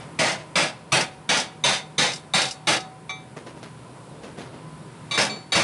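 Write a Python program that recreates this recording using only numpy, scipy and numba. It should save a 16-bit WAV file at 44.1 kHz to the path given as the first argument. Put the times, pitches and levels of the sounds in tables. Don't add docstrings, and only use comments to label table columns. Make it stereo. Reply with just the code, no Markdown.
import sys
import numpy as np
from scipy import signal
from scipy.fft import rfft, irfft
from scipy.io import wavfile
from scipy.ndimage import uniform_filter1d
from numba import njit

SR = 44100
rng = np.random.default_rng(int(sys.argv[2]) if len(sys.argv) > 2 else 0)


def master_out(mix):
    frames = np.transpose(np.atleast_2d(mix))
    ceiling = np.clip(frames, -1, 1)
    pcm = np.round(ceiling * 32767).astype(np.int16)
    wavfile.write(sys.argv[1], SR, pcm)


N = 248283

# start_s, clatter_db, clatter_s, bright_db, work_db, place (0 to 1), frame_db
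BLOWS = [(-.17, -10, .3, 2.1, -36, .01, -67), (.188, -6, 0.36, .1, -31, .45, -51),
         (0.555, -4, .27, 5, -29, .02, -40), (0.919, 0, 0.24, 4, -24, .08, -31.5),
         (1.29, -5.5, .31, 4.5, -17, 0.43, -32.5), (1.638, -8.5, 0.31, 11.5, -13, 0.023, -34.5),
         (1.980, -7, 0.3, 7.5, -12, 0.26, -35.5), (2.336, -6, 0.29, 7.5, -11.5, 0.51, -32.5),
         (2.670, -4.5, 0.23, 8, -17.5, 0.43, -25), (3.093, -27.5, .04, 4, -31, 0.19, -35.5),
         (5.110, -25.5, 0.053, 14, -23, .5, -49), (5.138, -22.5, 0.099, 5, -20, .45, -43),
         (5.175, -3.5, .22, 2, -36, 0.4, -35), (5.296, -38, 0.042, 1.1, -24, 0.91, -42),
         (5.52, -11.5, 0.089, 9.5, -12, 0.7, -28.5), (5.55, -.5, 0.21, 2, -39, 0.24, -42)]
# pitch_hz, level_db, t60_s
HAMMER_MODES = [(1138, -3, .2), (1933, -18, .3), (2324, 0, .27), (3418, -9, .29), (5604, -14, .12),
                (7833, -24, .15)]
BAR_MODES = [(2106, -9, .33), (3575, -10, .2), (3617, 0, .31), (6267, -5, .27)]
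BRACKET_MODES = [(3834, 0, .29), (9102, -12, .18), (10440, -24, .25)]
CLAMP_MODES = [(4464, 0, .36), (7209, -9, .36)]
FRAME_MODES = [(755, 0, .75), (884, -1, .3), (1270, -4, .42)]
TOOL_MODES = [(2880, -5, .05), (4100, -6, .04), (4945, 0, .07), (5478, -2, .07), (5975, -2, .07),
              (6640, -8, .06), (7600, -8, .06), (8530, -10, .06), (9850, -11, .09)]
# start_s, level_db
LANDINGS = [(.318, -26), (1.011, -16), (1.372, -14.5), (1.400, -18), (1.761, -25), (2.066, -23),
            (2.118, -28), (2.135, -25), (2.160, -31.5), (2.418, -13.5), (2.455, -24), (2.486, -29),
            (2.510, -23), (2.762, -27), (2.804, -33), (5.214, -11.5), (5.250, -22)]
# start_s, level_db, bright_db
GLOVE_KNOCKS = [(3.364, -27.5, -1), (3.463, -29, 0.5), (3.628, -32, 4.5), (4.535, -33.5, -8)]
GLOVE_SCUFFS = [(3.555, -34.5, 1.1), (4.22, -27, 1.2), (4.372, -24.5, 0.73), (5.3, -21.5, 0.12)]
# freq_hz, density_db
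TRAY_SPECTRUM = [(24, -53), (40, -58), (140, -1.5), (455, -8.5), (549, -1.5), (902, -1.5), (968, -7.5),
                 (2160, -7.5), (5820, -14.5), (6710, -20), (8690, -18.5), (10300, -22.5), (11300, -26),
                 (14700, -57), (22000, -120)]
GLOVE_SPECTRUM = [(60, -36), (150, 5), (400, 3.5), (1000, -5.5), (3000, -14.5), (6500, -21), (8000, -30),
                  (11500, -18)]
YARD_SPECTRUM = [(15, -58), (25, -42), (77, -13), (102, -12.5), (158, -2), (193, -8), (427, -13),
                 (694, -16.5), (993, -17.5), (1460, -21.5), (1660, -25), (4970, -34), (6260, -38.5),
                 (9920, -32), (11300, -35.5), (14700, -67), (22000, -120)]
# pitch_hz, width_hz, level_db
HUM_TONES = [(121.7, 14, -50.5), (154.9, 5.7, -48), (937, 20, -55.5), (1009, 13, -53.5)]
# freq_hz, left_lead_rad
PORT_PHASE = [(0, 0), (430, 0.38), (860, 0.89), (4310, -0.19), (7240, 0.48), (10300, -1.64), (10600, -4.5),
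              (11000, -1.5)]
# freq_hz, left_minus_right_db
PORT_BALANCE = [(60, -.3), (300, -.2), (1000, -.8), (4000, -.8), (9000, -1.2)]

BAR_PLACE, BRACKET_PLACE, CLAMP_PLACE = 0, .4, 1
FALL_DB, HAMMER_FALL_DB = 18.5, 8.5
TRAY_T60_1KHZ_S, TRAY_DAMPING_POWER = 0.061, 0.38
SETTLING_POWER = 1.51
TAIL_S = .7
RATTLE_DB, SKID_DB, YARD_DB = -11.5, -4.5, -41.5
DUCK_KNEE_DB, LIMIT_KNEE_DB, CUTOFF_HZ = -29, -12, 10800
BIN_HZ = np.linspace(0, SR / 2, N // 2 + 1)
SIDE_SIGN = np.array([[1], [-1]])


def hammer_blows():
    start_s, clatter_db, clatter_s, bright_db, work_db, place, frame_db = np.transpose(BLOWS)
    hammer_db = -17 + 0.2 * clatter_db - HAMMER_FALL_DB * place
    bar_db = work_db + 4 - FALL_DB * abs(place - BAR_PLACE)
    bracket_db = work_db - FALL_DB * abs(place - BRACKET_PLACE)
    clamp_db = work_db + 0.3 - FALL_DB * abs(place - CLAMP_PLACE)
    return np.transpose([start_s, clatter_db, clatter_s, bright_db,
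                         hammer_db, bar_db, bracket_db, clamp_db, frame_db])


def steel_ring():
    out = np.zeros(N)
    for part, modes in enumerate((HAMMER_MODES, BAR_MODES, BRACKET_MODES, CLAMP_MODES, FRAME_MODES)):
        hz, mode_db, t60_s = np.transpose(modes)[:, :, None]
        for start_s, clatter_db, clatter_s, _, *ring_db in hammer_blows():
            span = tail(start_s)
            t = np.arange(N)[span] / SR - start_s
            strength, detune, offset = rng.standard_normal((3, len(modes), 1))
            decay = 1000. ** -(t.clip(0) / t60_s) ** (1 + 1.4 * clatter_s)
            dull_db = 0.1 * min(clatter_db, 0) * np.log2(hz / 4600).clip(0)
            gain = undb(ring_db[part] + mode_db + dull_db + 1.2 * strength)
            phase = 2 * np.pi * hz * (1 + .0004 * detune) * t + 3 * offset
            edges = np.clip(t / .002, 0, 1) * np.clip((TAIL_S - t) * 10, 0, 1)
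            out[span] += (gain * decay * np.sin(phase)).sum(axis=0) * edges
    return out


def tray_clatter(mode_count=260):
    chatter = (grit(5000) + .3 * grit(120)) * undb(1.3 * wander(90))
    hz = 90 + 11200 * ((np.arange(mode_count) + rng.random(mode_count)) / mode_count) ** 1.4
    t60_s = TRAY_T60_1KHZ_S * (hz / 1000) ** -TRAY_DAMPING_POWER
    weight = undb(lookup(TRAY_SPECTRUM, hz)) * np.sqrt(np.gradient(hz).clip(1) / t60_s)
    weight /= np.sqrt(np.sum(weight ** 2 * t60_s * SR / (4 * np.log(1000))))
    out = np.zeros((2, N))
    for start_s, clatter_db, clatter_s, bright_db, *_ in hammer_blows():
        span = tail(start_s)
        soft = chatter[span] * burst(start_s, 0.0014, 0.81 * clatter_s, SETTLING_POWER, span)
        hard = chatter[span] * burst(start_s, 0.0064, 0.73 * clatter_s, 2.1, span)
        rattle = chatter[span] * burst(start_s, 0.0018, 2.02 * clatter_s, span=span)
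        soft = shelf(soft + undb(RATTLE_DB) * rattle, -8, knee_hz=3600)
        hard = shelf(hard, -2, knee_hz=4860)
        hard -= shelf(hard, -60, knee_hz=2450)
        drive = undb(clatter_db) * (soft + undb(bright_db) * hard)
        share_db, phase, scatter = rng.standard_normal((3, mode_count))
        gain = weight * undb(share_db) * np.exp(.3j * phase) * (-1) ** np.arange(mode_count)
        turn = np.exp(1j * (0.04 + 0.35 * hz / 10000) * scatter)
        out[:, span] += resonate(drive, poles(hz, t60_s), gain * turn, gain / turn)
    return out


def loose_tools():
    hz, mode_db, t60_s = np.transpose(TOOL_MODES)
    shaking = sum(undb(clatter_db) * burst(start_s, .02, .8 * clatter_s, SETTLING_POWER)
                  for start_s, clatter_db, clatter_s, *_ in hammer_blows())
    hops = undb(-49) * grit(90) * shaking
    scratch = undb(-30) * shelf(grit(4000), 30, knee_hz=2500)
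    skid = np.zeros(N)
    for start_s, level_db in LANDINGS:
        span = tail(start_s)
        hops[int(start_s * SR)] += undb(level_db)
        skid[span] += undb(level_db + SKID_DB) * burst(start_s, rise_s=.001, t60_s=0.16, span=span)
    turn = np.exp(.3j * rng.standard_normal(len(hz)))
    pings = resonate(hops, poles(hz, t60_s), undb(mode_db) * turn, undb(mode_db) / turn)
    return pings + skid * scratch


def gloves():
    mid, side = (colour(grit(2500), GLOVE_SPECTRUM) for _ in range(2))
    rub = mid + 0.24 * side * SIDE_SIGN
    knocks = sum(shelf(undb(level_db) * burst(start_s, rise_s=0.0024, t60_s=0.22) * rub, bright_db)
                 for start_s, level_db, bright_db in GLOVE_KNOCKS)
    scuffs = sum(shelf(undb(level_db) * burst(start_s, rise_s=0.024, t60_s=0.33) * rub, bright_db)
                 for start_s, level_db, bright_db in GLOVE_SCUFFS)
    return knocks + scuffs


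def yard_hiss():
    spectra = rfft([colour(rng.standard_normal(N), YARD_SPECTRUM) for _ in range(2)])
    swell = wander(1)
    out = np.zeros((2, N))
    for hz in 30 * 2. ** np.arange(10):
        band = np.cos(np.pi / 2 * np.log2((BIN_HZ + 1) / hz).clip(-1, 1)) ** 2
        mid, side = irfft(spectra * band, N)
        width = np.clip(0.18 * (hz / 300) ** 0.38, 0, 1)
        flicker_db = (0.09 * swell + 2 * wander(9)) * min(1, (500 / hz) ** 0.35)
        out += undb(flicker_db) * (mid + width * side * SIDE_SIGN)
    return out * undb(YARD_DB)


def yard_hum():
    out = np.zeros(N)
    for pitch_hz, width_hz, level_db in HUM_TONES:
        peak = 1 / (1 + (2 * (BIN_HZ - pitch_hz) / width_hz) ** 2)
        tone = irfft(rfft(rng.standard_normal(N)) * peak, N)
        out += undb(level_db) * tone / tone.std()
    return out


def undb(db):
    return 10 ** (np.asarray(db) / 20)


def lookup(table, hz):
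    freq_hz, values = np.transpose(table)
    return np.interp(np.log(np.maximum(hz, 1)), np.log(freq_hz), values)


def colour(x, spectrum):
    gain = undb(lookup(spectrum, BIN_HZ))
    return irfft(rfft(x) * gain / np.sqrt(np.mean(gain ** 2)), N)


def wander(rate_hz):
    hold = int(SR / rate_hz)
    steps = np.repeat(rng.standard_normal(N // hold + 1), hold)
    return 0.9 * uniform_filter1d(uniform_filter1d(steps, hold), hold)[:N]


def grit(rate_hz, spread_db=2.5):
    chance, sign, size = rng.random((3, N))
    impacts = (chance < rate_hz / SR) * np.sign(sign - .5) * undb(-spread_db * np.log(1 - size))
    return impacts / impacts.std()


def tail(start_s):
    return slice(int(max(start_s, 0) * SR), min(int((start_s + TAIL_S) * SR), N))


def burst(start_s, rise_s, t60_s, settling=0.97, span=slice(None)):
    t = np.maximum(np.arange(N)[span] / SR - start_s, 0)
    return (1 - np.exp(-t / rise_s)) * 1000. 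** -(t / t60_s) ** settling


def shelf(x, gain_db, knee_hz=1800):
    low = signal.lfilter(*signal.butter(1, knee_hz, fs=SR), x)
    return low + undb(gain_db) * (x - low)


def poles(hz, t60_s):
    return np.exp((2j * np.pi * hz - np.log(1000) / t60_s) / SR)


@njit
def resonate(drive, pole, left_gain, right_gain):
    out = np.zeros((2, len(drive)))
    state = np.zeros(len(pole), np.complex128)
    for i in range(len(drive)):
        for k in range(len(pole)):
            state[k] = state[k] * pole[k] + (drive[i] + 1e-18)
            out[0, i] += (state[k] * left_gain[k]).imag
            out[1, i] += (state[k] * right_gain[k]).imag
    return out


@njit
def follow(x, attack_s, release_s):
    level, out = 0., np.empty(len(x))
    for i in range(len(x)):
        level += (x[i] - level) / (SR * (attack_s if x[i] > level else release_s))
        out[i] = level
    return out


def scene():
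    mix = tray_clatter() + loose_tools() + steel_ring() + gloves() + yard_hiss() + yard_hum()
    left_gain = undb(lookup(PORT_BALANCE, BIN_HZ) / 2) * np.exp(.5j * lookup(PORT_PHASE, BIN_HZ))
    return irfft(rfft(mix) * np.array([left_gain, 1 / left_gain]), N)


def record(dry):
    slow_level = follow(np.abs(dry).max(axis=0), attack_s=.06, release_s=.6)
    ducked = dry * (1 + slow_level / undb(DUCK_KNEE_DB)) ** -.2
    fast_level = follow(np.abs(ducked).max(axis=0), attack_s=.0004, release_s=.014)
    limited = ducked * (1 + (fast_level / undb(LIMIT_KNEE_DB)) ** 2) ** -.42
    return signal.sosfilt(signal.ellip(8, .2, 70, CUTOFF_HZ, fs=SR, output="sos"), limited)


dry = scene()
out = record(dry)
master_out(out)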